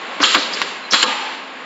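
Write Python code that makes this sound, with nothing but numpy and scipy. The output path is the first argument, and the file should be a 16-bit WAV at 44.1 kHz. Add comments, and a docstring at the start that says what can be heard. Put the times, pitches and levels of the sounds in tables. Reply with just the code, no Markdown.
"""A labeling machine close to the microphone runs one cycle in a hard-walled workshop.
Its valve spits narrow jets, air rushes out of the cylinder as shaped noise and the steel head clacks down.
The label feed whirs and clicks; a second rush throws the head back against its upper stop.
Contacts are bursts of noise that also ring resonators for the steel frame; a diffuse echo is the hall.
Behind it lie the room's broad hiss, which sinks a few dB, and three wavering motor tones."""
import sys
import numpy as np
from scipy import signal
from scipy.fft import rfft, irfft
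from scipy.io import wavfile

SR = 44100
rng = np.random.default_rng(int(sys.argv[2]) if len(sys.argv) > 2 else 0)


def transcribe(u):
    """Save the signal u as a 16-bit wav file named by the first command-line argument.

    u: samples, shape (n,) or (channels, n), limited to [-1, 1]; the rate is SR.
    q: integer samples, one column per channel.
    """
    v = np.clip(np.atleast_2d(u).T, -1, 1)
    q = np.round(v * 32767).astype(np.int16)
    wavfile.write(sys.argv[1], SR, q)


N = 72765

T = np.arange(N) / SR
HZ = np.maximum(np.fft.rfftfreq(2 * N, 1 / SR), 1)

# Workshop hiss, spectrum: pitch_hz, density_db (relative, per Hz)
HISS_SPECTRUM = [(40, -44), (100, -18), (170, -8), (260, -3.5), (350, -8), (520, -3.5), (700, -3.5),
                 (1050, -1.5), (1400, -5), (1800, -4), (2800, -6.5), (4200, -14.5), (6000, -30.5),
                 (7300, -23)]
# Workshop hiss over time: time_s, level_db
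HISS_LEVEL = [(0, -29.5), (.15, -28), (.5, -28), (.8, -31.5), (1.3, -33), (1.65, -33)]
# Running motors: pitch_hz, level_db (before the waver)
MOTOR_TONES = [(266, -50.5), (1085, -45.5), (1648, -48.5)]
# Decay of the hall: pitch_hz, t60_s
HALL_T60 = [(200, 1.2), (1000, 1.16), (2500, 0.96), (4200, 1.06), (7000, 0.63)]
# Colour of the hall's echo: pitch_hz, level_db (relative)
HALL_COLOUR = [(100, -11.5), (250, -17), (500, 1), (900, -10.5), (1500, -3.5), (2800, -1), (4200, -4.5),
               (6000, -3), (7500, 1.5)]

# Label feed running: time_s, level_db (before the rattle)
FEED_LEVEL = [(.46, -46), (.52, -30.5), (.57, -26), (.69, -30), (.8, -40.5), (.9, -60)]
# Label feed, spectrum: pitch_hz, density_db (relative, per Hz)
FEED_SPECTRUM = [(120, -8), (180, 8), (260, -5), (420, 9), (700, -3.5), (1100, 3), (2600, 3.5), (4500, 3.5),
                 (6000, -10.5), (7400, -1.5)]
# Label web advancing once the head is up: time_s, level_db (before the rattle)
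ADVANCE_LEVEL = [(1.03, -60), (1.08, -22), (1.27, -27), (1.38, -33.5), (1.55, -52)]
# Advancing web, spectrum: pitch_hz, density_db (relative, per Hz)
ADVANCE_SPECTRUM = [(170, -30), (330, -10), (520, -9.5), (690, -10), (860, 4.5), (1120, -4.5), (1450, -6.5),
                    (2800, -4), (4400, -13), (6000, -22), (7400, -35)]

# Narrow jets at the valve: peak_s, half_length_s, level_db (at the peak), pitch_hz (centre), width_octaves
SPITS = [(.226, 0.0075, -17.5, 4900, 0.37), (0.4, 0.05, -22.5, 3890, 0.29), (.542, 0.0075, -23, 4820, 0.15),
         (0.853, 0.013, -36, 4080, 0.015), (0.913, 0.0034, -18.5, 5430, 0.18),
         (.927, 0.0062, -16.5, 4550, 0.6), (0.998, 0.012, -25, 4220, 0.021),
         (1.028, 0.0047, -18, 7260, 0.13)]
# Air leaving the cylinder: start_s, length_s, level_db (of the settled rush), puff_db (extra at the start),
# press_db (extra as the piston nears its stop), tilt_db_per_octave, port_hz (not used)
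STROKES = [(0.233, 0.1164, -18, 5, 4.5, 1.5, 3090), (0.937, .096, -19.5, 6.5, 8, 0, 4000)]
# Exhaust air, spectrum before the tilt: pitch_hz, density_db (relative, per Hz)
EXHAUST_SPECTRUM = [(150, -41), (300, -11.5), (650, -14.5), (1250, 0.5), (2200, -2.5), (3200, 2.5),
                    (3700, -2), (4250, 0.5), (4900, -5.5), (6100, -16.5), (7300, -4)]
# Edges of the bands that flutter separately: pitch_hz
FLUTTER_EDGES_HZ = [0, 1800, 3600, 5200, 9000]

# Pitches of the frame modes: pitch_hz
MODE_HZ = [225, 310, 398, 512, 610, 908, 1090, 1130, 1210, 1300, 1417, 1646, 2769, 3003, 3138, 3328, 3403,
           3668, 3957, 4194, 4329]
# The same modes: down_db (head going down), up_db (head going up), t60_s; levels before a random spread
MODES = [(-42, -28, 0.54), (-31, -36.5, 0.18), (-23.5, -40, 0.59), (-21, -18, 0.3), (-22.5, -55, 0.05),
         (-23, -20, 0.31), (-23.5, -14, 0.12), (-12.5, -31, 0.074), (-23, -23.5, 0.86), (-22, -20, 0.43),
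         (-21, -28, 0.1), (-28, -18, 0.2), (-21, -27, .45), (-22.5, -34, 0.25), (-18, -32, .4),
         (-13.5, -19.5, 0.38), (-18.5, -26, .42), (-21.5, -30, 0.41), (-18.5, -21, 0.6), (-19.5, -25, 0.31),
         (-16.5, -27, .45)]
# Contacts of valve, head and feed: start_s, thud_db, clack_db, ring_db, treble_db (all before KNOCK_DB),
# attack_s, t60_s, passed_db (into the frame)
KNOCKS = [(0.202, -23.5, -20.5, -25, -33.5, 0.0026, 0.28, -9.5),
          (0.2299, -33, -10.5, -23, -35.5, 0.0002, 0.072, -2),
          (0.2378, -49, -36, -24.5, -34, 0.0024, 0.089, -2),
          (.344, -28.5, -8.5, -12, -33, 0.0042, 0.11, -15),
          (.356, -22.5, -21.5, -33, -34.5, 0.012, 0.22, -5), (0.571, -63, -51, -11, -49, 0.00054, .02, -28),
          (0.6165, -43.5, -16.5, -10.5, -19.5, 0.00052, 0.05, -27),
          (0.9228, -23, -29.5, -23.5, -16.5, 0.0044, 0.047, 2),
          (0.9339, -20.5, -9, -11.5, -13.5, 0.00025, 0.079, -4),
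          (1.0292, -23.5, -19, -3.5, -37, 0.00041, 0.028, -10.5),
          (1.038, -30, -24, -34, -39, 0.0013, 0.15, -3), (1.066, -28.5, -34, -28, -35, .004, 0.22, -6)]
# Centres of thud, clack, ring and treble: pitch_hz
KNOCK_HZ = [400, 1300, 3000, 6000]
# Dense, short-lived vibration of the housing: pitch_hz, density_db (relative, per Hz)
HOUSING_SPECTRUM = [(40, -6.5), (130, -19), (220, 3.5), (310, 11.5), (410, -9), (530, 6.5), (740, -4.5),
                    (1150, 1.5), (1600, -0.5), (2100, -3.5), (3200, -5.5), (5000, -6.5), (7500, -23)]

HUM_WAVER = .7  # spread of the motor tones' amplitude, as a share
HALL_DB, HALL_BUILD_S = -2.5, 0.059
RATTLE_DB = .8  # spread of the feed's level
ATTACK_S, PUFF_S, PRESS_S, RELEASE_S = 0.0036, 0.033, 0.0096, 0.011  # time scales of an air rush
FLUTTER_DB = 2  # spread of the rush in each band
HEAD_RISES_S = .88
MODE_SPREAD_DB = 1
KNOCK_DB, CRACK_DB, CRACK_S = 6, 6, 0.0021  # lift of all knocks; a hard contact starts with a short crack
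LOW_CUT_HZ, CUTOFF_HZ = 197, 7450


def from_db(db):
    """Decibels to gain."""
    return 10 ** (np.asarray(db) / 20)


def at_hz(points, hz=HZ):
    """Read a spectrum on a log-frequency axis."""
    pitch_hz, value = np.transpose(points)
    return np.interp(np.log(hz), np.log(pitch_hz), value)


def level(points):
    """Gain over time from points of time_s and level_db."""
    return from_db(np.interp(T, *np.transpose(points)))


def noise(colour_db, boost_db=0):
    """Noise of a given colour at rms 1, then boosted by frequency."""
    gain = from_db(colour_db) * (HZ < CUTOFF_HZ + 500)
    gain = gain / np.sqrt(np.mean(gain ** 2))
    white = rfft(rng.standard_normal(2 * N))
    return irfft(white * gain * from_db(boost_db))[:N]


def drift(rate_hz):
    """Smooth random wandering, spread 1, weaker and weaker above the given rate."""
    return noise(-20 * np.log10(1 + (HZ / rate_hz) ** 2))


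def dying(start_s, t60_s, attack_s=.0006):
    """Envelope of a blow: linear rise, then a steady decay in dB."""
    age = np.maximum(T - start_s, 0)
    rise = np.minimum(age / attack_s, 1)
    return rise * from_db(-60 * np.maximum(age - attack_s, 0) / t60_s)


def workshop():
    """The room behind the machine: broad hiss and motor tones that waver in phase and strength."""
    out = level(HISS_LEVEL) * noise(at_hz(HISS_SPECTRUM))
    for pitch_hz, level_db in MOTOR_TONES:
        tone = np.sqrt(2) * np.sin(2 * np.pi * pitch_hz * T + drift(2.9))
        out += from_db(level_db) * tone * (1 + HUM_WAVER * drift(17))
    return out


def hall(source):
    """Diffuse echo from the hard walls: noise that builds up and dies band by band."""
    white = rfft(rng.standard_normal(2 * N)) * from_db(at_hz(HALL_COLOUR))
    edges_hz = np.geomspace(80, 8000, 11)
    response = np.zeros(N)
    for low, high in zip(edges_hz, edges_hz[1:]):
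        band = irfft(white * (HZ >= low) * (HZ < high))[:N]
        response += band * dying(0, at_hz(HALL_T60, np.sqrt(low * high)))
    response *= (1 - np.exp(-T / HALL_BUILD_S)) / np.sqrt(SR / 10)
    return from_db(HALL_DB) * signal.fftconvolve(source, response)[:N]


def feed():
    """Rollers draw the label round the tube, then the web whirs on: two rattling noises."""
    out = np.zeros(N)
    for run, spectrum in ((FEED_LEVEL, FEED_SPECTRUM), (ADVANCE_LEVEL, ADVANCE_SPECTRUM)):
        rattle = from_db(RATTLE_DB * drift(37))
        out += level(run) * noise(at_hz(spectrum)) * rattle
    return out


def spits():
    """Short, half-whistling jets as air ports open and close: narrow noise that swells and fades."""
    out = np.zeros(N)
    for peak_s, half_s, level_db, pitch_hz, width_octaves in SPITS:
        swell = np.exp(-.5 * ((T - peak_s) / half_s) ** 2)
        octaves_off = np.log2(HZ / pitch_hz)
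        jet = noise(-20 * np.log10(1 + (octaves_off / width_octaves) ** 2))
        out += from_db(level_db) * swell * jet
    return out


def exhaust():
    """Air bursts from the cylinder, settles to a band-by-band flutter, swells as the piston arrives and stops."""
    out = np.zeros(N)
    for start_s, length_s, level_db, puff_db, press_db, tilt_db, _ in STROKES:
        age = np.maximum(T - start_s, 0)
        gate = np.minimum(age / ATTACK_S, 1) * np.exp(-np.maximum(age - length_s, 0) / RELEASE_S)
        puff = puff_db * np.exp(-(age / PUFF_S) ** 2)
        press = press_db * np.exp(-((age - length_s) / PRESS_S) ** 2)
        flow_db = level_db + puff + press
        colour_db = at_hz(EXHAUST_SPECTRUM) + tilt_db * np.log2(HZ)
        for low, high in zip(FLUTTER_EDGES_HZ, FLUTTER_EDGES_HZ[1:]):
            band = noise(colour_db, np.where((HZ >= low) & (HZ < high), 0, -np.inf))
            out += gate * from_db(flow_db + FLUTTER_DB * drift(120)) * band
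    return out


def frame():
    """Contacts ring the steel frame: decaying resonators whose strength depends on the head's travel."""
    out = np.zeros(N)
    for pitch_hz, (down_db, up_db, t60_s) in zip(MODE_HZ, MODES):
        clicks = np.full(N, 1e-18)  # tiny offset keeps the resonator's numbers from vanishing
        for start_s, *colour_db, _, _, passed_db in KNOCKS:
            # the pitch's share of the contact, relative to its strongest part
            share_db = at_hz(list(zip(KNOCK_HZ, colour_db)), pitch_hz) - max(colour_db)
            mode_db = down_db if start_s < HEAD_RISES_S else up_db
            spread_db = MODE_SPREAD_DB * rng.standard_normal()
            clicks[int(start_s * SR)] = from_db(passed_db + share_db + mode_db + spread_db)
        radius = from_db(-60 / (t60_s * SR))
        angle = 2 * np.pi * pitch_hz / SR
        out += signal.lfilter([0, np.sin(angle)], [1, -2 * radius * np.cos(angle), radius ** 2], clicks)
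    return out


def knocks():
    """Each contact cracks, then shakes the housing: a decaying noise burst with a colour of its own."""
    out = np.zeros(N)
    for start_s, *colour_db, attack_s, t60_s, _ in KNOCKS:
        crack_db = CRACK_DB * np.exp(-np.maximum(T - start_s, 0) / CRACK_S)
        shaking = noise(at_hz(HOUSING_SPECTRUM), at_hz(list(zip(KNOCK_HZ, colour_db))))
        out += shaking * from_db(KNOCK_DB + crack_db) * dying(start_s, t60_s, attack_s)
    return out


def scene():
    """The machine close by, its echo from the hall and the workshop behind, in mono."""
    machine = knocks() + exhaust() + spits()  # only these excite the hall
    return (machine + frame() + hall(machine) + feed() + workshop())[None]


def record(dry):
    """Microphone channel: the bass is cut, peaks beyond full scale clip, the top is cut steeply."""
    low_cut = signal.butter(4, LOW_CUT_HZ, "high", fs=SR, output="sos")
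    thin = signal.sosfilt(low_cut, dry)
    top_cut = signal.ellip(12, .2, 80, CUTOFF_HZ, fs=SR, output="sos")
    return signal.sosfilt(top_cut, np.clip(thin, -1, 1))


dry = scene()
out = record(dry)
transcribe(out)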